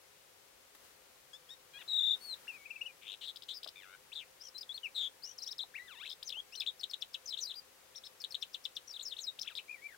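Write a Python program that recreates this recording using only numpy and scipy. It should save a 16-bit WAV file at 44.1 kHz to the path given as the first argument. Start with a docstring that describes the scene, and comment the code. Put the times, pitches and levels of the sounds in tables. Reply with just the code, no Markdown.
"""A lark on a mound beside a marsh, left of the microphone, over a faint open-air hush.
After a second of hush and rustling come low reedy notes, a loud warbled whistle and a soft low phrase.
From 3 s it runs through trills, ticks, a rattle and slurs; from about 7 s chirps and chips alternate
with falling cascades, and it ends on low warbles. Every note is the syrinx sounding through one throat
filter; the mound throws back a close reflection and the scrub scatters a short echo."""
import sys
import numpy as np
from scipy import signal
from scipy.fft import rfft, irfft
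from scipy.io import wavfile
from scipy.ndimage import uniform_filter1d

SR = 44100
rng = np.random.default_rng(int(sys.argv[2]) if len(sys.argv) > 2 else 0)


def to_wav(s):
    """Save 16-bit WAV."""
    ch = np.atleast_2d(s).T  # columns
    pcm = np.round(np.clip(ch, -1, 1) * 32767)  # PCM
    wavfile.write(sys.argv[1], SR, pcm.astype(np.int16))


N = 439677


def lark():
    """The song at the beak: pure whistles, reedy low notes, fast trills and a sinking rattle."""
    # Partials of a pure note. Each row: multiple of the pitch, gain in dB.
    overtones = [(1, 1.5), (2, -24), (3, -33), (4, -45)]
    # Each row: the seven values of a slur, fundamental in dB, dB per higher harmonic, beak cut-off in Hz.
    reedy_notes = [(1.33, 0.041, 1624, 1730, 1800, -45, -56, -11, -6, 9000),
                   (1.485, 0.06, 1565, 1840, 1815, -52.5, -45.5, -14, -7, 9000),
                   (1.732, 0.055, 812, 815, 854, -57, -51, -10, 2.5, 3500),
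                   (1.785, .044, 877, 952, 582, -48.5, -52, -3, 0.5, 3450),
                   (5.873, 0.093, 1975, 1263, 850, -50.5, -52.5, 5, -2, 4030),
                   (5.958, 0.093, 863, 1100, 2170, -53.5, -43, 0, -1.5, 4050),
                   (6.521, 0.04, 2380, 2860, 3050, -47.5, -46.5, 2, -18, 9000),
                   (9.445, 0.027, 1250, 1530, 2200, -51, -54, 0, -2, 4700),
                   (9.493, 0.039, 2110, 1420, 1170, -52, -54.5, 3, -4, 4700)]
    # Each row: the seven values of a slur, swings per second, swing in Hz, throb in dB.
    trills = [(3.0127, 0.053, 2670, 2720, 2820, -49.5, -49.5, 102, 760, 3.7),
              (3.0586, 0.094, 2910, 3350, 3340, -38, -38.5, 102.1, 573, 8.9),
              (3.21, .064, 3630, 3540, 4500, -40, -41.5, 231.3, 660, 1.6),
              (3.272, 0.042, 3920, 3860, 3590, -36, -44, 128, 505, 1),
              (3.484, 0.06, 3470, 3830, 4100, -35.5, -43.5, 246, 417, 1.4),
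              (3.538, 0.053, 4810, 5000, 4580, -39, -38.5, 116.6, 250, 1),
              (4.15, 0.094, 3800, 3320, 1900, -36.5, -50.5, 151, 303, 1),
              (4.946, 0.14, 4240, 3540, 3343, -30, -37, 213, 214, 1.8),
              (6.048, .036, 2500, 3330, 3920, -40.5, -39, 76.2, 750, 1.1),
              (6.088, .05, 4210, 4270, 4170, -38.5, -40.5, 84.4, 990, 1),
              (6.602, 0.039, 4370, 3750, 3240, -26, -47.5, 74.3, 910, 1),
              (7.947, 0.038, 3000, 4480, 3650, -50.5, -46, 334, 230, 2),
              (8.034, 0.04, 3140, 4320, 3670, -47.5, -40, 317, 220, 2.3),
              (9.421, .015, 5490, 4750, 3800, -33, -42, 116, 754, 1),
              (9.558, 0.0186, 4530, 4420, 3980, -43, -36, 78.3, 850, 1)]
    # Each row: time in seconds, pitch in Hz, drive in dB.
    rattle_gesture = [(3.7577, 1195, -45.5), (3.796, 1192, -48), (3.822, 942, -44.5), (3.844, 811, -45.5),
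                      (3.864, 671, -48), (3.946, 756, -44.5), (3.96, 756, -46)]
    out = np.zeros(N)
    for note in free_whistles() + practised_syllables():
        add(out, note[0][0], syrinx(note, overtones))
    for *bend, fundamental_db, slope_db, beak_hz in reedy_notes:
        buzz = syrinx(slur(*bend), reed(fundamental_db, slope_db))
        add(out, bend[0], shut_beak(buzz, beak_hz))
    for *bend, rate, swing_hz, throb_db in trills:
        add(out, bend[0], syrinx(slur(*bend), overtones, rate, swing_hz, throb_db))
    harmonics = reed(fundamental_db=-11, slope_db=-6.5)
    rattle = syrinx(rattle_gesture, harmonics, rate=95, swing_hz=29, throb_db=10)
    add(out, rattle_gesture[0][0], shut_beak(rattle))
    return out


def syrinx(gesture, harmonics, rate=0, swing_hz=0, throb_db=0, waver=0.0039, flutter_db=1.13,
           uneven=0.29, slip=0.0023, rasp=0.1, hiss_db=-25, bright_db=7, hoarse=0.34, hoarse_hz=4300):
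    """One note: a vibrating membrane whose harmonics sweep through the throat resonances."""
    # Resonances of throat and beak. Each row: frequency in Hz, gain in dB.
    throat = [(800, -14), (1500, -2.5), (2000, -7), (2500, 2), (3000, -2), (3550, 6), (3900, 3),
              (4400, -12.5), (5100, 0), (5800, -3), (6800, -0.5), (9000, 1), (11000, -9), (14000, 11)]
    # Each row of a gesture: time in seconds, pitch in Hz, drive in dB.
    s, pitch, drive = np.transpose(gesture)
    s = np.maximum.accumulate(s)
    size = max(round((s[-1] - s[0]) * SR), 100)
    t = np.arange(size) / SR
    # muscles round off the corners of the gesture
    pitch, drive = (uniform_filter1d(np.interp(s[0] + t, s, c), size=56) for c in (pitch, drive))
    # in a trill the pitch swings, never twice alike, and the falling stroke is the loud one
    cycle = 2 * np.pi * rate * t + rate * slip * tremor(size, order=260)
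    swing = swing_hz * np.cos(cycle) * (1 + uneven * tremor(size))
    pitch = (pitch + swing) * (1 + waver * tremor(size))
    drive = drive + throb_db * (np.sin(cycle) - 1) + flutter_db * tremor(size)
    # high notes are pressed and turn hoarse
    pressed = np.clip(np.log2(pitch / hoarse_hz) * 3, 0, 1)
    roughness = 1 + hoarse * pressed * (tremor(size, order=18) - tremor(size, order=60) / 2)
    # fast glides strain the membrane: it rasps and its overtones brighten
    glide_speed = uniform_filter1d(abs(np.gradient(np.log(pitch))) * SR, size=130)
    strain = np.tanh(glide_speed / 85)
    phase = 2 * np.pi * np.cumsum(pitch) / SR + rasp * strain * tremor(size, order=8)
    tone = 0
    for k, db in harmonics:
        level_db = drive + db + bright_db * strain * (k > 1) + at_hz(throat, k * pitch)
        tone = tone + from_db(level_db) * np.sin(round(k) * phase) * (k * pitch < SR / 2)
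    # air hisses through the same throat
    hiss_colour = from_db(at_hz(throat, np.arange(size // 2 + 1) * SR / size) / 2)
    hiss = rms_one(irfft(rfft(rng.standard_normal(size)) * hiss_colour, size))
    fade = np.clip(np.minimum(t, t[-1] - t) / .0012, 0, 1)
    return (np.sqrt(2) * tone * roughness + from_db(drive + hiss_db) * strain * hiss) * fade


def free_whistles():
    """Gestures of the freely sung pure notes: slurs, flicks, two longer phrases and warbles."""
    # Each row: start and length in seconds, start, middle and end pitch in Hz, early and late drive in dB.
    slurs = [(1.877, .013, 3590, 4050, 3960, -49, -31), (2.204, 0.12, 4360, 4430, 4030, -36, -29),
             (2.322, 0.024, 4160, 3960, 3550, -30, -43), (2.468, 0.011, 1250, 1790, 2800, -49, -47),
             (4.117, 0.032, 2180, 3690, 4800, -46.5, -40.5), (4.398, 0.031, 4800, 5030, 5900, -52, -40.5),
             (4.543, 0.044, 4100, 4040, 4600, -47, -34), (4.608, 0.028, 4620, 4850, 3220, -32.5, -45.5),
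             (4.691, 0.044, 3466, 3453, 4300, -37, -48.5), (4.741, 0.029, 4370, 4260, 4730, -31.5, -34),
             (4.773, 0.011, 4600, 3650, 3140, -43, -42), (4.831, 0.045, 3030, 2720, 2210, -35.5, -36.5),
             (5.222, 0.046, 4120, 5160, 5770, -41, -36.5), (5.38, 0.044, 6250, 4310, 4200, -33, -52),
             (5.581, 0.031, 5620, 3530, 3360, -32.5, -43.5), (5.603, 0.035, 3310, 4160, 3380, -35.5, -38.5),
             (5.739, 0.034, 1470, 2330, 2840, -40.5, -38), (5.789, 0.1, 1866, 2015, 1883, -35.5, -50),
             (6.245, .028, 6160, 6270, 6200, -49, -39), (6.27, .015, 6250, 5800, 4700, -35, -34),
             (6.338, 0.07, 2560, 3070, 3310, -41.5, -36.5), (6.571, 0.029, 4400, 4120, 4340, -32, -40),
             (6.66, 0.0081, 2380, 3140, 4440, -49, -28), (7.258, 0.009, 6550, 5900, 6460, -32, -33),
             (7.378, .023, 4240, 7300, 8400, -54, -34), (9.182, .019, 4500, 7300, 8000, -53, -46),
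             (7.552, 0.048, 4680, 4830, 4720, -41, -36), (7.957, 0.035, 5470, 5630, 4900, -37.5, -48.5),
             (8.044, 0.034, 4900, 5460, 4770, -48, -47), (8.874, 0.012, 6200, 5750, 5900, -42, -40),
             (9.265, 0.035, 4330, 3850, 3670, -34, -38.5), (9.388, 0.012, 2350, 4300, 6100, -40.5, -32),
             (9.411, 0.0087, 5840, 5020, 6200, -37, -27), (9.551, 0.0057, 2800, 3840, 5460, -47, -33),
             (9.815, 0.06, 2136, 2310, 2345, -49, -37)]
    # The other side of the syrinx adds a lower voice under high notes. Each row: as for slurs.
    undertones = [(4.412, 0.074, 2750, 3250, 2800, -67, -56), (5.262, 0.069, 2880, 2970, 3380, -55, -61),
                  (5.475, 0.0083, 2870, 3390, 2900, -41, -46)]
    # Each row: crest time, rise and fall in seconds, start, crest and end pitch in Hz, drive in dB.
    flicks = [(4.584, 0.0091, 0.019, 4150, 5430, 4420, -39), (5.435, 0.021, 0.014, 4450, 5920, 3800, -35),
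              (5.48, .028, 0.0047, 4450, 5830, 3700, -35.5),
              (5.492, 0.0066, 0.0093, 4030, 3700, 4200, -42.5),
              (5.523, 0.019, 0.0088, 4450, 5700, 3400, -36),
              (5.785, 0.017, 0.0059, 1850, 2290, 1690, -38.5),
              (6.293, 0.0069, 0.0041, 4500, 5230, 3080, -32.5),
              (6.308, 0.0086, 0.0062, 2600, 4530, 3800, -36),
              (6.327, 0.0066, 0.0095, 2600, 3650, 2640, -36),
              (6.561, 0.01, 0.0095, 3100, 5970, 4400, -36.5),
              (6.602, 0.0047, .003, 4470, 5220, 4900, -32.5), (7.34, .007, .013, 2860, 3960, 2840, -36),
              (7.512, .007, 0.013, 3130, 4180, 2720, -38), (8.958, 0.013, 0.02, 3540, 4260, 2960, -41),
              (9.127, 0.011, 0.017, 2930, 3800, 2660, -39), (9.479, 0.0076, .014, 2250, 3580, 2060, -36),
              (9.582, .007, 0.0052, 2920, 4390, 3000, -35), (9.597, 0.011, 0.0056, 2170, 3130, 2300, -38)]
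    # Each row: the seven values of a slur, swings per second, swing in Hz, extra drive on crests in dB.
    warbles = [(4.43, 0.067, 5720, 5860, 5180, -46, -43, 60.8, 300, -5),
               (5.268, 0.069, 5900, 5930, 5800, -39, -51.5, 52, 220, -5.5),
               (6.67, 0.037, 3870, 3510, 3620, -29, -43.5, 47.4, 276, 4),
               (7.27, 0.065, 5900, 4590, 3280, -35.5, -37.5, 39.4, 330, 1.5),
               (7.402, 0.11, 7300, 4660, 3760, -28.5, -41, 34.7, 320, 3.5),
               (8.889, 0.064, 5800, 4900, 3450, -41, -44, 47.8, 280, 1.5),
               (9.019, 0.034, 8600, 6940, 5700, -36, -41, 33.8, 120, -5),
               (9.05, 0.068, 5600, 4970, 3550, -34.5, -39.5, 34.4, 230, 0),
               (9.201, .066, 7700, 5950, 4230, -35, -40.5, 35.3, 217, -2),
               (9.682, 0.083, 2243, 2453, 2116, -41.5, -47.5, 62, 40, 6.5),
               (9.763, .056, 2180, 1890, 2150, -52, -58, 60, 50, 4),
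               (9.876, .082, 2300, 1850, 1415, -50, -50.5, 57.2, 111, 5)]
    notes = [slur(*row) for row in list(slurs) + list(undertones)]
    notes += [flick(*row) for row in flicks] + [low_phrase(), long_whistle()]
    notes += [warble(slur(*bend), rate, swing_hz, db) for *bend, rate, swing_hz, db in warbles]
    return [thin_top(note) for note in notes]


def practised_syllables():
    """Gestures the bird repeats: two-part chirps, zigzag chips, rising ticks and linking upstrokes."""
    # Shapes. Each row: time from the accent in milliseconds, base pitch in Hz, relative drive in dB.
    lead_in = [(-44.5, 5700, -11), (-31.5, 4850, -7), (-28.5, 6600, -17.5), (-28, 4300, 5),
               (-17, 4820, -10)]
    arch = [(-7, 3040, -1), (-1.5, 4600, -0.5), (0, 4150, 6), (4, 3400, -4), (9.5, 2760, -14.5)]
    chip = [(-17, 4300, -26), (-13, 6000, -14), (-9, 4300, -10), (-5.3, 5900, -7), (-2, 3900, -1),
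            (0, 3200, 3), (3, 4400, -2), (5.5, 3100, 1), (8.5, 2550, -13), (11, 3300, -9), (15, 2600, -20)]
    tick = [(-3.5, 2660, -8.5), (1.5, 4800, 2), (1, 4950, 6.5), (4.5, 5950, -6)]
    upstroke = [(-9, 2700, -18), (3.5, 4400, 3), (6, 4720, -10), (12.5, 4600, -0.5), (22, 3650, -28)]
    # Each row: accent in seconds, drive in dB, pitch ratio.
    chirps = [(6.8393, -33.5, .975), (6.941, -35.5, 0.96), (8.246, -35, .99), (8.351, -34, 0.97)]
    chips = [(7.0243, -35, 0.99), (7.147, -34.5, 0.96), (8.4275, -34.5, 1.006), (8.547, -35.5, 1.015),
             (8.6551, -35.5, 1.0), (8.769, -36, 1.03)]
    # Each row: accent in seconds, drive in dB.
    ticks = [(3.361, -41.5), (3.3712, -40), (3.4235, -43), (3.435, -44), (3.633, -38.5), (3.6455, -38),
             (3.6758, -39.5), (3.688, -37), (6.2299, -36)]
    upstrokes = [(7.375, -36.5), (7.391, -35.5), (7.542, -45.5), (8.997, -39), (9.013, -38), (9.169, -41),
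                 (9.191, -35.5)]
    notes = [syllable(shape, *row) for row in chirps for shape in (lead_in, arch)]
    notes += [syllable(chip, *row) for row in chips]
    notes += [syllable(tick, *row, ratio=0.92) for row in ticks]
    return notes + [syllable(upstroke, *row, ratio=0.93) for row in upstrokes]


def long_whistle():
    """A held, loud whistle that sags a little under an even warble."""
    # Each row: time in seconds, centre pitch in Hz, drive in dB.
    line = [(1.887, 3980, -38), (1.93, 3773, -33), (1.99, 3710, -31.5), (2.003, 3567, -31),
            (2.06, 3660, -32), (2.11, 3600, -30.5), (2.141, 3600, -32.5), (2.155, 3630, -42)]
    at, pitch, drive = np.transpose(line)
    s = np.arange(at[0], at[-1], .0005)
    held = np.transpose([s, np.interp(s, at, pitch), np.interp(s, at, drive)])
    return warble(held, rate=39.3, swing_hz=144, crest_db=2.6)


def low_phrase(resting_drive_db=-53):
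    """A soft low whistle that leaps up and grows loud at every push."""
    # The glide under the pushes. Each row: time in seconds, pitch in Hz.
    line = [(2.479, 2550), (2.52, 2436), (2.59, 2250), (2.7, 2220), (2.73, 2400), (2.805, 2230),
            (2.84, 2647), (2.913, 2383)]
    # Each row: time and half-width in seconds, pitch lift in Hz, drive lift in dB.
    pushes = [(2.49, 0.02, 258, 18), (2.553, .012, 195, 6), (2.663, 0.0076, 310, 11.5),
              (2.711, 0.0079, 444, 18), (2.764, 0.0067, 314, 12.5), (2.818, 0.0066, 484, 22),
              (2.868, .01, 400, 21)]
    s = np.arange(line[0][0], line[-1][0], .001)
    pitch, drive = np.interp(s, *np.transpose(line)), resting_drive_db
    for at, width_s, lift_hz, lift_db in pushes:
        push = np.exp(-((s - at) / width_s) ** 2)
        pitch, drive = pitch + lift_hz * push, drive + lift_db * push
    return np.transpose([s, pitch, drive])


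def slur(s, length_s, start_hz, middle_hz, end_hz, early_db, late_db, swell_db=3, edge_db=14):
    """One smooth bend in pitch, with a drive that swells between a quick attack and release."""
    attack_share, release_share = .12, .09
    u = np.linspace(0, 1, 400)
    bend = np.polyfit([0, .5, 1], np.log([start_hz, middle_hz, end_hz]), 2)
    pitch = np.exp(np.polyval(bend, u))
    opened = np.clip(np.minimum(u / attack_share, (1 - u) / release_share), 0, 1)
    drive = early_db + (late_db - early_db) * u - swell_db * (2 * u - 1) ** 2
    return np.transpose([s + u * length_s, pitch, drive - edge_db * (1 - opened) ** 2])


def warble(note, rate, swing_hz, crest_db):
    """A swing of pitch and drive, starting on a crest; on a falling slur it makes a cascade."""
    s, pitch, drive = note.T
    swing = np.cos(2 * np.pi * rate * (s - s[0]))
    return np.transpose([s, pitch + swing_hz * swing, drive + crest_db * swing])


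def flick(s, rise_s, fall_s, start_hz, crest_hz, end_hz, db, pointedness=1.2, foot_fade_db=10.5):
    """The pitch darts to a pointed crest and back; the drive is weaker at the feet."""
    u = np.linspace(-1, 1, 101)
    foot_hz = np.where(u < 0, start_hz, end_hz)
    pitch = foot_hz + (crest_hz - foot_hz) * (1 - abs(u)) ** pointedness
    return np.transpose([s + u * np.where(u < 0, rise_s, fall_s), pitch, db - foot_fade_db * u ** 2])


def syllable(shape, s, db, ratio):
    """Place a practised shape in time, strength and pitch."""
    return [(s + ms / 1000, hz * ratio, db + drive) for ms, hz, drive in shape]


def thin_top(note, shrill_hz=5600, db_per_octave=26):
    """The voice weakens at the top of its range."""
    s, pitch, drive = note.T
    octaves_over = np.maximum(np.log2(pitch / shrill_hz), 0)
    return np.transpose([s, pitch, drive - db_per_octave * octaves_over])


def reed(fundamental_db, slope_db):
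    """Harmonics of a low note, when the membrane slaps shut on every cycle."""
    # the fundamental sounds at the pitch but takes the throat's gain at 0.87 of it
    return [(0.87, fundamental_db)] + [(k + 2, k * slope_db) for k in range(4)]


def shut_beak(sound, top_hz=4700):
    """A nearly shut beak holds back the upper harmonics."""
    return signal.sosfilt(signal.butter(N=8, Wn=top_hz, fs=SR, output="sos"), sound)


def puffs(rise_s=0.00307):
    """Short, soft, dull puffs of noise between the notes."""
    # Each row: peak time in seconds, relative level in dB, centre and width in Hz.
    bursts = [(3.664, -41.5, 553, 550), (5.638, -47, 796, 300), (6.369, -52, 740, 350)]
    out, t = np.zeros(N), np.arange(SR // 20) / SR
    envelope = t / rise_s * np.exp(1 - t / rise_s)
    for s, db, hz, width_hz in bursts:
        air = resonate(rng.standard_normal(len(t)), hz, width_hz)
        air = rms_one(resonate(air, hz, width_hz))
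        add(out, s - rise_s, from_db(db) * air * envelope)
    return out


def mound(song, bounce_s=0.0042, bounce_db=-14.5):
    """The song plus one close reflection off the mound under the bird, doubling the quickest strokes."""
    t = np.arange(N) / SR
    return song + from_db(bounce_db) * np.interp(t - bounce_s, t, song, left=0)


def scrub(song, send_db=-24, near_t60=0.1, far_db=-10, far_t60=0.11):
    """Twigs and ground scatter a quick echo, the far reeds a fainter and slightly longer one."""
    t = np.arange(SR // 2) / SR
    echo = 0
    for db, t60 in ((0, near_t60), (far_db, far_t60)):
        tail = rng.standard_normal((2, len(t))) * from_db(-60 * t / t60) * (t > .004)
        echo = echo + from_db(db) * tail / np.sqrt(np.sum(tail ** 2, axis=1, keepdims=True))
    return from_db(send_db) * signal.fftconvolve(song[None], echo, axes=1)[:, :N]


def marsh(hush_gain_db=-68):
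    """Steady hush all round the microphone, drones far off and a little rustling."""
    # Each row: frequency in Hz, relative noise density in dB.
    hush_colour = [(18, -62), (30, -12.5), (85, -12), (108, -15.5), (152, -9), (187, -15), (292, -12.5),
                   (467, -10), (518, -3.5), (606, -14), (673, -8), (1260, -8.5), (3070, -10), (4540, -11.5),
                   (15500, -17)]
    rustle_colour = [(100, -17.5), (250, -7.5), (1500, -7.5), (4000, -11.5), (8000, -14.5), (15000, -14.5)]
    # Each row: centre and width in Hz, relative level in dB.
    drone_bands = [(512.2, 31, -81.5), (412.7, 49, -84), (89.8, 9.2, -93.5)]
    # Each row: time in seconds, relative level in dB.
    rustle_levels = [(0, -101), (0.742, -88), (0.751, -59.5), (0.77, -76), (0.85, -66.5), (1.0, -79),
                     (1.679, -78), (1.8, -67.5), (2.3, -66.5), (2.55, -66.5), (2.7, -77.5), (9.9, -74.5)]
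    hush = from_db(hush_gain_db) * air_noise(hush_colour)
    rumble = air_noise(rustle_colour)
    drones = sum(from_db(db) * rms_one(resonate(rumble, hz, width)) for hz, width, db in drone_bands)
    rustle_db = np.interp(np.arange(N) / SR, *np.transpose(rustle_levels))
    return hush + drones + from_db(rustle_db) * air_noise(rustle_colour)


def air_noise(spectrum):
    """Coloured stereo noise; the two sides of the microphone are most alike in the bass."""
    # Each row: frequency in Hz, left-right correlation.
    likeness = [(60, 0.51), (240, 0.35), (950, 0.16), (3770, 0.024), (15000, 0.01)]
    hz = np.arange(N // 2 + 1) * SR / N
    mid, side = rfft(rng.standard_normal((2, N))) * from_db(at_hz(spectrum, hz))
    alike = np.clip(at_hz(likeness, hz), 0, 1)
    return rms_one(irfft(np.sqrt(1 + alike) * mid + np.sqrt(1 - alike) * side * [[1], [-1]], N))


def tremor(size, order=110):
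    """Unsteadiness, smooth over about `order` samples, with a spread near 1."""
    jitter = uniform_filter1d(rng.standard_normal(size + 8000), size=order)
    slow = signal.lfilter([1], [1, 1 / order - 1], jitter)
    return rms_one(slow)[4000:4000 + size]


def resonate(x, hz, width_hz):
    """One two-pole resonance."""
    r = np.exp(-np.pi * width_hz / SR)
    return signal.lfilter([1, 0, -1], [1, -2 * r * np.cos(2 * np.pi * hz / SR), r * r], x)


def from_db(db):
    """Decibels to gain."""
    return 10 ** (np.asarray(db) / 20)


def rms_one(x):
    """Scale to unit power."""
    return x / np.sqrt(np.mean(x ** 2) + 1e-20)


def at_hz(points, hz):
    """Read a spectrum on a log-frequency axis."""
    points = np.array(points)
    return np.interp(np.log(np.maximum(hz, 1)), np.log(points[:, 0]), points[:, 1])


def add(out, start_s, sound):
    """Mix a sound in at its time."""
    at = max(round(start_s * SR), 0)
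    out[at:at + len(sound)] += sound[:max(N - at, 0)]


def scene(bird_left_db=-3.5, bird_right_db=-14.5, air_left_db=7.5, air_right_db=3.5):
    """The bird is well left of the microphone; echoes and background lean that way too."""
    song = mound(lark()) + puffs()
    direct = song * from_db([[bird_left_db], [bird_right_db]])
    surroundings = (scrub(song) + marsh()) * from_db([[air_left_db], [air_right_db]])
    return direct + surroundings


def record(dry, cutoff_hz=15800):
    """The top is cut steeply."""
    return signal.sosfilt(signal.ellip(10, .1, 70, cutoff_hz, fs=SR, output="sos"), dry)


dry = scene()
out = record(dry)
to_wav(out)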